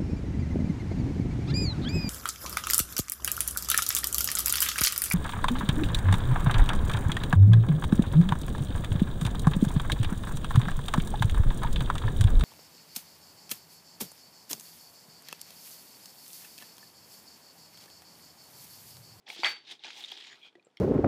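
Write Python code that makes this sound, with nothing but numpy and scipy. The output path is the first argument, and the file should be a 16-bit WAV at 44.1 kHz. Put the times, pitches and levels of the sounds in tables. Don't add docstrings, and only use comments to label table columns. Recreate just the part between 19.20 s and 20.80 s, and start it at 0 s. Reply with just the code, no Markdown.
import sys
import numpy as np
from scipy import signal
from scipy.fft import rfft, irfft
from scipy.io import wavfile

SR = 44100
rng = np.random.default_rng(int(sys.argv[2]) if len(sys.argv) > 2 else 0)


def wav_out(sig):
    wavfile.write(sys.argv[1], SR, np.round(np.clip(np.atleast_2d(sig).T, -1, 1) * 32767).astype(np.int16))


def undo_db(level):
    steps = np.asarray(level, float) / 20
    return 10 ** steps


N = 70560

# time_s, level_db, crack_sharpness_db_per_octave, cup_boom_db
PUSHES = [
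    [(.06, -76, -20, 4), (.07, -54, -25, 1.5), (.09, -49.5, 9.5, 10.5), (.15, -48.5, 10.5, -9),
     (.17, -46.5, -0.5, 8.5), (.195, -46, -1, -5.5), (.225, -46.5, 4.5, -0.5), (.3, -44.5, 10, 8.5),
     (.42, -65, -25, -2.5)],
    [(.44, -68, -13, 12), (.48, -53.5, -13, -4.5), (.515, -43, 1.5, -0.5), (.535, -50, 0, 6),
     (.585, -71.5, 3, 4)],
    [(.61, -60.5, -20, 0), (.633, -55.5, -14, -8), (.645, -47.5, -14, 8.5), (.72, -50, -2, 0),
     (.8, -48, 7, -1), (.87, -50.5, 2, 1.5), (.99, -50.5, -2, 0.5), (1.1, -52, -5.5, 1.5),
     (1.205, -67.5, 4.5, 6.5)],
    [(1.222, -69, 5, 4.5), (1.27, -62, 3, 13), (1.3, -73.5, -2.5, -5), (1.335, -100, -12, 20)],
]
# pitch_hz, level_db_per_hz
SUGAR_COLOUR = [(100, -29), (330, -14), (600, -19), (1400, -20.5), (3400, -6.5), (6000, -16),
                (10000, -32.5), (15500, -42)]
# pitch_hz, width_hz, lift_db
HOLLOWS = [(830, 85, 9.5), (2100, 870, 5.5), (3516, 620, 8.5), (4730, 350, 11.5), (12900, 2500, 3.5)]
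# start_s, length_s, pitch_hz, width_hz, level_db
RASPS = [(0.066, 0.078, 813, 150, -53.5), (.755, 0.078, 865, 200, -59.5), (0.913, 0.013, 3500, 686, -48),
         (1.042, 0.013, 2410, 600, -57), (1.096, 0.067, 1900, 500, -58), (0.34, 0.027, 2180, 120, -56),
         (0.832, 0.02, 3645, 300, -49), (1.031, 0.13, 6900, 508, -67), (1.205, 0.092, 2430, 150, -61),
         (1.212, 0.087, 3300, 304, -57), (1.24, .05, 1450, 400, -66), (.667, .022, 850, 200, -57),
         (.65, .06, 1700, 400, -58), (.02, .02, 2800, 1500, -75), (1.362, .03, 550, 250, -66),
         (1.165, .03, 1300, 500, -64)]
# start_s, peak_db, pitch_hz, ring_t60_s, crack_db
SNAPS = [(0.0667, -35, 3400, .02, -26), (0.0784, -36, 2055, 0.02, -18), (0.1016, -23.5, 2260, 0.018, -15.5),
         (0.148, -39, 3300, 0.023, -5), (0.5108, -32, 3890, 0.026, -28), (0.5937, -36, 3730, 0.017, -34),
         (0.6376, -25, 3250, 0.006, -22), (0.6456, -23, 2570, 0.008, -20), (0.6514, -29, 2800, 0.012, -12),
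         (0.6682, -27, 3500, 0.008, -20), (0.7046, -20, 2500, 0.006, -22), (0.8388, -27, 3650, 0.02, -23),
         (0.8466, -29, 3700, 0.015, -18), (1.0695, -31, 3500, 0.008, -12), (.8085, -39, 3300, .006, -12),
         (.8585, -34, 5200, .01, -12), (.8415, -35, 3600, .015, -20), (.9745, -34, 3300, .008, -12),
         (1.0075, -34, 3400, .008, -12), (1.0454, -41, 2200, .015, -14), (1.1292, -37, 1970, .015, -14),
         (1.2165, -43, 3270, .015, -22), (1.2289, -46, 3170, .012, -20), (.6545, -32, 3300, .01, -12),
         (.5175, -33, 3500, .012, -15)]
# start_s, peak_db, dullness_hz, thud_pitch_hz
KNOCKS = [(.2335, -19, 2550, 945), (.2345, -21, 5000, 2400), (.2375, -22, 4000, 2100),
          (.2403, -24, 5000, 2200), (.2452, -23, 8000, 3400), (.2463, -20, 8000, 2500),
          (.2503, -24, 5000, 1900), (.2535, -25, 3500, 2050), (.2565, -18, 4000, 2050),
          (.2600, -24, 4000, 2200), (.2650, -20, 3970, 2100), (.2680, -21, 3500, 2000),
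          (.2755, -22, 3500, 2300), (.2790, -27, 3500, 1900)]
# pitch_hz, level_db, ring_t60_s
METAL_TONES = [(840, -10, .15), (915, -10, .15), (1665, 2, .13), (2090, -3, 0.07), (2191, -8, .15),
               (2320, -6, .13), (3300, -4, 0.12), (3391, -16, 0.19), (4540, -4, 0.08), (2600, -8, .1),
               (6546, -20, .15)]
# share_of_pitch, ring_t60_s, level_db
THUD_PARTS = [(1, .013, 0), (1.2, 0.012, -10), (0.83, 0.006, -10)]
# pitch_hz, ring_t60_s, level_db
COUNTER_TONES = [(345.4, 0.017, -30), (160, 0.069, -23)]
# start_s, pitch_hz, level_db, rise_s, ring_t60_s
SINGING = [
    (.248, 4556, -23, .016, .25),
    (.25, 2050, -26, .008, .17),
    (.2338, 4600, -23, .001, .03),
]
# pitch_hz, level_db_per_hz
RATTLE_COLOUR = [(100, -50), (400, -27), (900, -3.5), (2050, 6.5), (3500, 1.5), (5200, -7), (9000, -21),
                 (15500, -47.5)]
# start_s,
# peak_db, pitch_hz, ring_t60_s, crack_db
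TAPS = [(.192, -39, 340, 0.042, -8), (.9215, -36, 830, 0.013, -6), (.9172, -46, 12800, 0.01, -4),
        (.9172, -52, 11000, .01, -6), (.9172, -48, 8340, 0.012, 4), (1.327, -58, 450, 0.02, 0),
        (1.354, -49, 358, 0.065, -18), (1.353, -49, 1930, 0.024, 0), (1.353, -54.5, 700, 0.025, -15),
        (1.396, -53.5, 2437, 0.022, -11), (1.426, -63, 4450, 0.015, 6), (1.448, -55.5, 7420, 0.014, -10.5),
        (1.448, -62, 8300, 0.02, -6), (1.458, -62.5, 7650, 0.018, -6), (1.469, -60, 7480, 0.012, -3),
        (1.4685, -45, 491, 0.016, -25), (1.502, -66, 3300, 0.013, 0), (1.512, -72, 5550, 0.012, 10),
        (1.571, -38.5, 2170, 0.012, -3), (1.571, -39, 3200, 0.012, -4), (1.570, -47, 5450, 0.013, -5),
        (1.571, -47, 4400, .013, -8), (1.571, -63.5, 11400, 0.011, -8), (1.578, -50.5, 3200, .012, 5),
        (1.586, -56, 3240, .025, -9), (.9172, -50, 14300, .009, -6), (.9172, -28, 3330, .022, -10),
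        (.9172, -38, 4700, .012, -3), (.8245, -52, 10200, .014, -15), (1.426, -64, 3350, .012, 0),
        (1.470, -64, 2400, .01, 0), (1.473, -66, 1300, .04, -10), (1.526, -68, 2300, .01, 0),
        (1.328, -64, 1200, .012, -3), (1.396, -64, 3900, .01, -5), (1.571, -62, 9700, .01, -8),
        (.2457, -11, 3200, .016, -4), (.8383, -35, 3640, .03, -6), (.8458, -33, 3700, .018, -8)]
# pitch_hz, level_db_per_hz
TICK_COLOUR = [(200, -11.5), (1500, 4), (3500, 15.5), (6000, -7.5), (12000, -22), (15500, -38.5)]
# pitch_hz, level_db_per_hz
HUM_COLOUR = [(18, -56), (30, -11.5), (410, 0.5), (575, -10), (691, -3), (1140, -10), (4190, -18.5),
              (8280, -28), (15500, -45)]

GRAINS_PER_S, GRAIN_SPREAD_DB, GRAIN_CYCLES = 4500, 3.5, 10.4
CLUMP_DB, SMOOTH_DB = 1.3, -3
METAL_DB, THUD_DB = -24, -4
RATTLE_START_S, RATTLE_DB, RATTLE_T60_S, RATTLE_RISE_S = .246, -24.5, 0.2, 0.007
SHAKE_DB = -45
TAP_RISE_S, TAP_WOBBLE = 0.00083, 0.3
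ROOM_T60_S, ROOM_DB, ROOM_DULL_HZ, ROOM_GAP_S = 0.25, -20, 4860, .006
HUM_DB = -74
SHORT_S, LONG_S = np.arange(SR // 10) / SR, np.arange(SR // 3) / SR


def at_hz(points, hz):
    p = np.array(points)
    return np.interp(np.log(np.maximum(hz, 1)), np.log(p[:, 0]), p[:, 1])


def rms_one(x):
    return x / np.sqrt(np.mean(x ** 2) + 1e-20)


def drift(hz):
    r = np.exp(-2 * np.pi * hz / SR)
    wander = signal.lfilter([1], [1, -2 * r, r * r], rng.standard_normal(N + SR))
    return rms_one(wander[SR:])


def ring(x, hz, t60):
    r, w = undo_db(-60 / (t60 * SR)), 2 * np.pi * hz / SR
    return signal.lfilter([0, np.sin(w)], [1, -2 * r * np.cos(w), r * r], x + 1e-18)


def coloured(spectrum):
    white = rfft(rng.standard_normal(N))
    gain = undo_db(at_hz(spectrum, np.fft.rfftfreq(N, 1 / SR)))
    return rms_one(irfft(white * gain, N))


def click(t, db, fade_s):
    return undo_db(db) * np.exp(-t / fade_s) / max(fade_s * SR, 1)


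def add(out, s, piece):
    i = int(s * SR)
    out[i:i + len(piece)] += piece[:N - i]


def sugar():
    push_s, *columns = np.concatenate(PUSHES).T
    t = np.arange(N) / SR
    level, tilt, boom = (np.interp(t, push_s, c) for c in columns)
    level = level + CLUMP_DB * drift(54)
    sizes = undo_db(GRAIN_SPREAD_DB * np.minimum(rng.exponential(1, N), 4))
    sizes = sizes * rng.choice([-1, 1], N)
    grains = sizes * (rng.random(N) < GRAINS_PER_S / SR)
    group = rng.integers(0, 6, N)
    out, power = 0, 0
    for k, hz in enumerate(np.geomspace(120, 15000, num=36)):
        cracks = rms_one(grains * (group == k % 6)) + undo_db(SMOOTH_DB) * rng.standard_normal(N)
        t60 = GRAIN_CYCLES / hz
        band = rms_one(np.diff(ring(ring(cracks, hz, t60), hz, t60), prepend=0))
        lift = sum(g / (1 + (2 * (hz - f) / w) ** 2) for f, w, g in HOLLOWS)
        gain = undo_db(at_hz(SUGAR_COLOUR, hz) + lift) * np.sqrt(hz)
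        power += gain ** 2
        change_db = tilt * max(np.log2(hz / 5000), 0) + boom * (hz < 1300) + 2.1 * drift(9.3)
        out = out + band * gain * undo_db(change_db)
    moving = (t > push_s[0]) * (t < push_s[-1])
    return out * undo_db(level) / np.sqrt(power) * moving


def rasps():
    out = np.zeros(N)
    for s, length_s, hz, width_hz, db in RASPS:
        rough = rng.standard_normal(N) * undo_db(2.6 * drift(60))
        t60 = 1.9 / width_hz
        band = rms_one(ring(ring(rough, hz, t60), hz, t60))
        swell = np.sqrt(np.sin(np.pi * np.linspace(0, 1, int(length_s * SR))))
        add(out, s, undo_db(db) * swell * band[:len(swell)])
    return out


def snaps():
    out = np.zeros(N)
    noise = coloured(SUGAR_COLOUR)
    chance = rng.uniform(-0.92, 1, (len(SNAPS), 4))
    for row, (s, db, hz, t60, crack_db) in zip(chance, SNAPS):
        hit = click(SHORT_S, db - 10, .00005)
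        piece = ring(hit, hz, t60)
        for u in row[1:]:
            piece = piece + 0.47 * np.sign(u) * ring(hit, hz * (1 + 0.24 * u), t60 * 1.2)
        start = int(abs(row[0]) * N / 2)
        crack = noise[start:][:len(SHORT_S)] * undo_db(db + crack_db - 60 * SHORT_S / 0.026)
        add(out, s, piece + crack)
    return signal.sosfilt(signal.butter(2, [1100, 8000], "band", fs=SR, output="sos"), out)


def measure():
    out = np.zeros(N)
    chance_db = rng.normal(0, 3.5, (len(KNOCKS), 12))
    for row, (s, db, dull_hz, thud_hz) in zip(chance_db, KNOCKS):
        hit = click(LONG_S, db, 1 / (2 * np.pi * dull_hz))
        for u, (hz, level_db, t60) in zip(row, METAL_TONES):
            add(out, s, ring(hit, hz, t60) * undo_db(level_db + METAL_DB + u))
        for share, t60, level_db in THUD_PARTS:
            add(out, s, ring(hit, thud_hz * share, t60) * undo_db(level_db + THUD_DB))
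        for hz, t60, level_db in COUNTER_TONES:
            add(out, s, ring(hit, hz, t60) * undo_db(level_db))
    for s, hz, db, rise_s, t60 in SINGING:
        swell = (1 - np.exp(-LONG_S / rise_s)) * undo_db(db - 60 * LONG_S / t60)
        add(out, s, swell * np.sin(2 * np.pi * hz * LONG_S))
    return signal.sosfilt(signal.butter(2, [480, 8000], "band", fs=SR, output="sos"), out)


def rattle():
    out = np.zeros(N)
    fall_db = RATTLE_DB - 60 * LONG_S / RATTLE_T60_S + 3.0 * drift(80)[:len(LONG_S)]
    swell = (1 - np.exp(-LONG_S / RATTLE_RISE_S)) * undo_db(fall_db)
    grains = coloured(RATTLE_COLOUR)[:len(LONG_S)] * swell
    shaken = sum(ring(grains, hz, t60) * undo_db(level_db + SHAKE_DB) for hz, level_db, t60 in METAL_TONES)
    add(out, RATTLE_START_S, grains + shaken)
    return out


def taps():
    out = np.zeros(N)
    noise, wobble = coloured(TICK_COLOUR), TAP_WOBBLE * drift(90)
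    for k, (s, db, hz, t60, crack_db) in enumerate(TAPS):
        part = slice(k * 1700, k * 1700 + len(SHORT_S))
        shape = (1 - np.exp(-SHORT_S / TAP_RISE_S)) * undo_db(db + 1.5 - 60 * SHORT_S / t60)
        bend = (wobble[part] - wobble[part][0]) * hz / 3000
        tone = np.sin(2 * np.pi * hz * SHORT_S + bend)
        add(out, s, shape * (tone + undo_db(crack_db - 6.5) * noise[part]))
    return out


def kitchen(x):
    t = np.arange(SR // 2) / SR
    tail = rng.standard_normal(len(t)) * undo_db(-60 * t / ROOM_T60_S) * (t > ROOM_GAP_S)
    tail = signal.lfilter(*signal.butter(1, ROOM_DULL_HZ, fs=SR), tail)
    return undo_db(ROOM_DB) * signal.fftconvolve(x, tail / np.sqrt(np.sum(tail ** 2)))[:N]


def hum():
    return undo_db(HUM_DB + 1.5 * drift(6)) * coloured(HUM_COLOUR)


def scene():
    near = sugar() + rasps() + snaps() + measure() + rattle() + taps()
    return (near + kitchen(near) + hum())[None]


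def band_limit(x):
    return signal.sosfilt(signal.butter(12, 15800, fs=SR, output="sos"), x)


def record(dry):
    mix = signal.sosfilt(signal.butter(4, 110, "high", fs=SR, output="sos"), dry)
    return band_limit(mix)


dry = scene()
out = record(dry)
wav_out(out)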